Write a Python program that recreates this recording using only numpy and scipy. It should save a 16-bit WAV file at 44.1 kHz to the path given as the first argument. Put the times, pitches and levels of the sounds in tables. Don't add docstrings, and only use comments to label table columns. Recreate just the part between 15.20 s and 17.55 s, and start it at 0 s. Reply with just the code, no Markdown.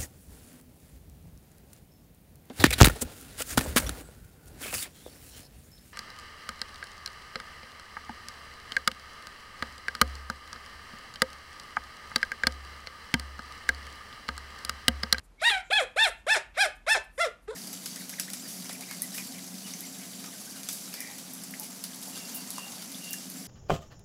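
import sys
import numpy as np
from scipy import signal
from scipy.fft import rfft, irfft
from scipy.io import wavfile
from scipy.ndimage import uniform_filter1d, map_coordinates

SR = 44100
rng = np.random.default_rng(int(sys.argv[2]) if len(sys.argv) > 2 else 0)


def dump(signal):
    limited = np.clip(np.atleast_2d(signal).T, -1, 1)
    pcm = np.round(limited * 32767).astype(np.int16)
    wavfile.write(sys.argv[1], SR, pcm)


N = 103635
TOP_HZ = 14100


def undb(db):
    return 10 ** (np.asarray(db) / 20)


def read(table, hz):
    table = np.array(table, float)
    return np.interp(np.log(np.maximum(hz, 1)), np.log(table[:, 0]), table[:, 1])


def noise(table):
    spectrum = rfft(rng.standard_normal(N))
    x = irfft(spectrum * undb(read(table, np.fft.rfftfreq(N, 1 / SR))), N)
    return x / x.std()


def wobble(hz):
    x = signal.sosfilt(signal.butter(2, hz, fs=SR, output="sos"), rng.standard_normal(N))
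    return x / x.std()


def hump(t, start_s, length_s):
    return np.sin(np.pi * np.clip((t - start_s) / length_s, 0, 1)) ** .5


# start_s, length_s, depth (0-1), cycles per strong-weak pattern
BREAKS = [(.295, .017, .9, 2), (.865, .035, .2, 3), (1.142, .045, .75, 3), (1.455, .035, .25, 3),
          (1.742, .05, .75, 3), (2.325, .04, .5, 3)]
STUMBLE_RAD, STUMBLE_HZ = .9, 60


def break_depth(t):
    return sum(depth * hump(t, start_s, length_s) for start_s, length_s, depth, _ in BREAKS)


def uneven_cycles(t, phase, stumble):
    gain = 1
    for start_s, length_s, depth, cycles in BREAKS:
        pattern = np.sqrt(2) * np.cos(phase / cycles + stumble)
        gain = gain + depth * hump(t, start_s, length_s) * pattern
    return gain / np.hypot(1, break_depth(t))


HOARSE_RISE, HOARSE_FALL, HOARSE_TOP = 1.3, 2.2, .075


def roughness(t, hz, fall):
    slope = np.where(np.arange(len(hz)) < hz.argmax(), HOARSE_RISE, HOARSE_FALL * fall)
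    slack = slope * (1 - hz / hz.max())
    return np.clip(HOARSE_TOP + slack ** 2 + break_depth(t) / 2, 0, 1)


TREBLE_HZ = 4260
RING_HZ, RING_WIDTH_HZ, RING_SWELL_DB = 5550, 600, 12
SMEAR_DB, SMEAR_HZ = -55, 4500


def above(partial_hz, edge_hz):
    return 1 / (1 + (edge_hz / partial_hz) ** 12)


def partial_colour_db(k, partial_hz, bright_db, presence_db, treble_db, presence_hz, ring_db, rough):
    db = bright_db * (k > 1)
    db = db + presence_db * above(partial_hz, presence_hz)
    db = db + (treble_db - presence_db) * above(partial_hz, TREBLE_HZ)
    db = db + ring_db * np.exp(-((partial_hz - RING_HZ) / RING_WIDTH_HZ) ** 2)
    return db + SMEAR_DB * rough * np.minimum((partial_hz / SMEAR_HZ) ** 2, 1)


# start_s, pitch_hz, level_db, overtones_db, presence_db, treble_db (above TREBLE_HZ)
YAPS = [
    [(0.215, 567, -38, 9, -3, 10), (0.224, 649, -29.5, 2.5, -37, 4), (0.238, 788, -26.5, 1, 5, 4),
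     (0.252, 911.6, -21, 8, -1, -2), (0.274, 948.4, -17.5, 8, 5, -12.5), (0.29, 944, -19.5, 7, 0, -2.5),
     (0.3, 894.5, -25.5, 11.5, 33, 6), (0.314, 835.4, -25, -1, 13.5, 3.5), (0.33, 798, -27, -4, -5, -5),
     (0.345, 774, -27.5, 5, 10, -8), (0.364, 757, -30.5, 0, -18, -12), (0.384, 739, -31, -0.5, -4, -10),
     (0.396, 755, -54, 0, 6, 13), (0.408, 765, -37.5, 0, -4, -6), (0.425, 790, -61, 5, -1, -4)],
    [(0.5, 431, -38.5, -6, 27, -13), (0.51, 611, -27.5, 11, 18, -9), (0.522, 755, -25.5, -7, -4, -1),
     (0.536, 863.3, -19, 12, 12, -7), (0.549, 838, -25, 0.5, 4, -3.5), (0.566, 868, -20, 8.5, -1, -10.5),
     (0.584, 807.3, -20, -4, 28, -33), (0.602, 674, -25.5, 3, -9, 5.5), (0.624, 492, -30.5, 0.5, 4, 4),
     (0.634, 506, -33.5, 8, 0, -7), (0.65, 435, -43.5, -16, -3, 6)],
    [(0.759, 449, -42, 7, 0, -7), (0.765, 545, -28.5, 0.5, 15, 1), (0.771, 638.4, -30, 7, 4, 2),
     (0.785, 789, -23.5, 1.5, -13, -6), (0.793, 859.5, -20.5, 10, 6, -6), (0.819, 902.7, -19.5, 3, -2, -11),
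     (0.837, 903, -18, 2, 13, -1.5), (0.877, 641, -28, 2.5, -0.5, 6.5), (0.891, 547, -43, 7, -5, 12.5),
     (0.905, 490, -46, -14, -9, 6)],
    [(1.065, 470.5, -32, 8, 10, 4), (1.074, 574.4, -31.5, 4.5, 1, -2), (1.09, 732, -25.5, 0.5, 1.5, 2),
     (1.106, 861.7, -20.5, 7, -6, -4), (1.124, 890.5, -19, 9, -2, -13), (1.14, 863, -22.5, -2.5, 0, 4.5),
     (1.152, 772.6, -25.5, 10, -8, 7), (1.172, 633, -27.5, -4, -2, -50), (1.195, 536, -50.5, 2, -9, 26)],
    [(1.365, 474.6, -47, 16, -11, -23), (1.377, 589, -28.5, 7, -14.5, 8.5), (1.389, 748, -25.5, 0.5, -7, 0),
     (1.415, 845.7, -18.5, 10, 1.5, -0.5), (1.431, 794, -20.5, -0.5, -8.5, -1),
     (1.461, 630, -29.5, 2.5, 9.5, 12.5), (1.475, 596, -36, -8, -5, -12),
     (1.495, 503, -50.5, -14.5, -7, -11)],
    [(1.664, 489.4, -39, 25, 11.5, 2), (1.674, 576.4, -32, 5, 5, -14), (1.684, 677, -24.5, 3.5, -9, 3),
     (1.696, 840.4, -24, 2.5, -1.5, 3.5), (1.72, 895.7, -17.5, 8.5, -5, -5), (1.74, 876.4, -22.5, 8, -4, 3),
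     (1.78, 591.7, -33, -8.5, 21, -29), (1.795, 565, -60, -6.5, 0, -5)],
    [(1.977, 485, -39.5, 13, 15.5, 2), (1.987, 526.4, -33, 5, -20, 8.5), (2.005, 681, -25.5, 4, -9, -4.5),
     (2.015, 697, -22, 13, -11.5, -6), (2.041, 667.7, -26, -1.5, -5, -8), (2.051, 601, -28, 7, -4.5, 5),
     (2.073, 476, -31.5, -5.5, 8.5, -1.5), (2.095, 392, -56, -26.5, 1, 3)],
]
# start_s, pitch_hz, level_db, overtones_db, presence_db, treble_db
WHIMPER = [(2.273, 422, -66, 21, -9, -22), (2.281, 379, -43.5, 3, -7, -22),
           (2.288, 432, -31.5, -9, -13, -13), (2.305, 440, -36, -3, -9, 0),
           (2.312, 498, -37.5, 17.5, -22, -9), (2.322, 554, -42.5, 2, -15, -16),
           (2.333, 479, -44, 16, -22, -2), (2.352, 460, -48, 12, -21, -2)]
# presence_edge_hz, ring_db, fall_hoarseness (0-1)
MOUTHS = [(3000, -3, .45), (3000, -5, .8), (2900, 2, 1), (2900, 7, 1), (2900, 6, 1), (2900, 8, 1),
          (2250, 5, 1), (1600, -6, .7)]
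# freq_hz, relative_db
THROAT = [(300, -15), (500, 12.5), (860, -10.5), (1050, -8), (1700, -4), (2500, -4.5), (2750, -8.5),
          (3080, -8), (3350, -7.5), (3700, -7), (4200, -11), (5500, -15), (6300, -24), (7400, -20),
          (9500, -20), (11000, -27.5), (12500, -34.5), (14000, -57.5)]
# freq_hz, relative_db_per_hz
BREATH = [(300, -56.5), (600, -17), (850, -11), (1100, -5), (1600, 12), (2600, -22), (3500, 19.5),
          (5300, 7), (7500, 11.5), (10000, 9), (12500, -7.5), (14000, -60.5)]
JITTER, SHIMMER_DB, FLUTTER_HZ = .045, 3, 500
PUFF = .8
BREATH_CLEAR_DB, BREATH_HOARSE_DB = -27, -8
PATCHY_DB, PATCHY_HZ, CALM, SPREAD_RAD = 1.6, 70, .4, .36
EDGE_S = .0032


def puppy(t):
    out = np.zeros(N)
    shake, swell, air = wobble(FLUTTER_HZ), wobble(FLUTTER_HZ), noise(BREATH)
    k = np.arange(1, 34)[:, None]
    flicker_db = PATCHY_DB * np.minimum(k, 4) * np.array([wobble(PATCHY_HZ) for _ in k])
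    stumble = STUMBLE_RAD * wobble(STUMBLE_HZ)
    ring_air = signal.lfilter(*signal.iirpeak(RING_HZ, RING_HZ / RING_WIDTH_HZ / 2, fs=SR), air)
    treble_air = signal.sosfilt(signal.butter(4, TREBLE_HZ, "high", fs=SR, output="sos"), air)

    for yap, (presence_hz, ring_db, fall) in zip([*YAPS, WHIMPER], MOUTHS):
        yap = np.array(yap, float)
        start_s, end_s = yap[0, 0], yap[-1, 0]
        on = (t >= start_s) & (t < end_s)
        now = t[on]
        curves = [np.interp(now, yap[:, 0], column) for column in yap.T[1:]]
        hz, level_db, bright_db, presence_db, treble_db = curves
        hz = uniform_filter1d(hz, size=300, mode="nearest")
        ring_db = ring_db + RING_SWELL_DB * np.linspace(-.6, .5, len(hz))
        rough = roughness(now, hz, fall)
        phase = 2 * np.pi * np.cumsum(hz * (1 + JITTER * rough * shake[on])) / SR

        partial_hz = k * hz
        colour_db = partial_colour_db(
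            k, partial_hz, bright_db, presence_db, treble_db, presence_hz, ring_db, rough)
        size_db = read(THROAT, partial_hz) + colour_db + flicker_db[:, on] * (CALM + rough)
        size = undb(size_db) * (partial_hz < TOP_HZ)
        voice = np.sum(size * -np.cos(k * phase + SPREAD_RAD * k ** 2), axis=0)
        voice = voice / np.sqrt(np.sum(size ** 2, axis=0) / 2)
        voice = voice * uneven_cycles(now, phase, stumble[on])
        voice = voice * undb(SHIMMER_DB * rough * swell[on])

        breath = air[on] + treble_air[on] * (undb(treble_db) - 1) + ring_air[on] * (undb(ring_db) - 1)
        breath_db = BREATH_CLEAR_DB + (BREATH_HOARSE_DB - BREATH_CLEAR_DB) * rough ** .5
        breath_db = breath_db + np.minimum(bright_db, 0)
        puffs = breath * undb(breath_db) * (1 + PUFF * np.cos(phase))

        edge = np.clip(np.minimum(now - start_s, end_s - now) / EDGE_S, 0, 1)
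        out[on] = (voice + puffs) * undb(level_db) * edge
    return out


# start_s, length_s,
# level_db, centre_hz, width_hz
SOFT_BANDS = [(0.025, 0.048, -66.5, 9300, 5030), (0.174, 0.12, -43.5, 2230, 90),
              (0.191, 0.081, -42.5, 3500, 3050), (0.423, 0.092, -65, 7100, 1500),
              (0.692, 0.048, -75, 7400, 4960), (0.948, 0.08, -68.5, 7550, 5000),
              (1.336, 0.068, -46.5, 2680, 3070), (1.545, 0.037, -65.5, 8640, 6000),
              (1.831, 0.029, -63, 9600, 3930), (1.895, 0.23, -63, 9760, 4300),
              (2.208, 0.061, -72.5, 10150, 4000)]


def soft_bands(t):
    f, out = np.fft.rfftfreq(N, 1 / SR), 0
    for start_s, length_s, level_db, centre_hz, width_hz in SOFT_BANDS:
        band = 1 / (1 + ((f - centre_hz) / width_hz * 2) ** 2)
        hiss = irfft(rfft(rng.standard_normal(N)) * band, N)
        out = out + hiss / hiss.std() * undb(level_db) * hump(t, start_s, length_s) ** 3
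    return out


# centre_hz, width_hz, gain_db
SURFACES = [(2910, 308, -11), (4520, 400, -10), (6330, 290, -8), (8120, 140, -20), (13200, 330, 10)]
LOW_CUT_HZ = 340


def nearby(x):
    x = signal.sosfilt(signal.butter(4, LOW_CUT_HZ, "high", fs=SR, output="sos"), x)
    for centre_hz, width_hz, gain_db in SURFACES:
        band = signal.lfilter(*signal.iirpeak(centre_hz, centre_hz / width_hz, fs=SR), x)
        x = x - (1 - undb(gain_db)) * band
    return x


# freq_hz, t60_s
ROOM_DECAY = [(300, 0.17), (1000, 0.31), (1800, 0.27), (2700, 0.33), (4000, 0.25), (5600, 0.19),
              (8000, 0.2), (14000, 0.18)]
ROOM_DB, ROOM_LATE_S = -12, .0029
SWAY_S, SWAY_HZ = .00018, 30
ABSORB_HZ, ABSORB_WIDTH_HZ, ABSORB_SHARE = 3550, 500, .55


def room(x):
    size = SR // 2
    x = map_coordinates(x, [np.arange(N) + SWAY_S * SR * wobble(SWAY_HZ)], mode="nearest")
    absorbed = signal.lfilter(*signal.iirpeak(ABSORB_HZ, ABSORB_HZ / ABSORB_WIDTH_HZ, fs=SR), x)
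    x = x - ABSORB_SHARE * absorbed
    t, f = np.arange(size) / SR, np.fft.rfftfreq(size, 1 / SR)
    white, tail = rfft(rng.standard_normal(size)), 0
    for hz in 250 * 2. ** np.arange(6.5, step=.5):
        band = np.clip(1 - 2 * np.abs(np.log2(np.maximum(f, 1) / hz)), 0, 1)
        tail = tail + irfft(white * band, size) * undb(-60 * t / read(ROOM_DECAY, hz))
    tail = tail * np.clip(t / ROOM_LATE_S - 1, 0, 1)
    tail = tail / np.sqrt(np.sum(tail ** 2))
    return signal.fftconvolve(x, tail)[:N] * undb(ROOM_DB)


# freq_hz, relative_db_per_hz
HUM = [(18, -46), (28, -38), (40, 2), (52, -4.5), (68, -11), (95, -21), (200, -22), (400, -28.5),
       (1200, -33), (3000, -41.5), (8000, -47.5), (12500, -49.5), (14000, -105)]
HUM_DB = -57.5


def room_hum():
    return noise(HUM) * undb(HUM_DB)


def scene():
    t = np.arange(N) / SR
    dog = nearby(puppy(t) + soft_bands(t))
    return (dog + room(dog) + room_hum())[None]


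def record(dry):
    return signal.sosfilt(signal.ellip(10, .2, 80, TOP_HZ, fs=SR, output="sos"), dry)


dry = scene()
out = record(dry)
dump(out)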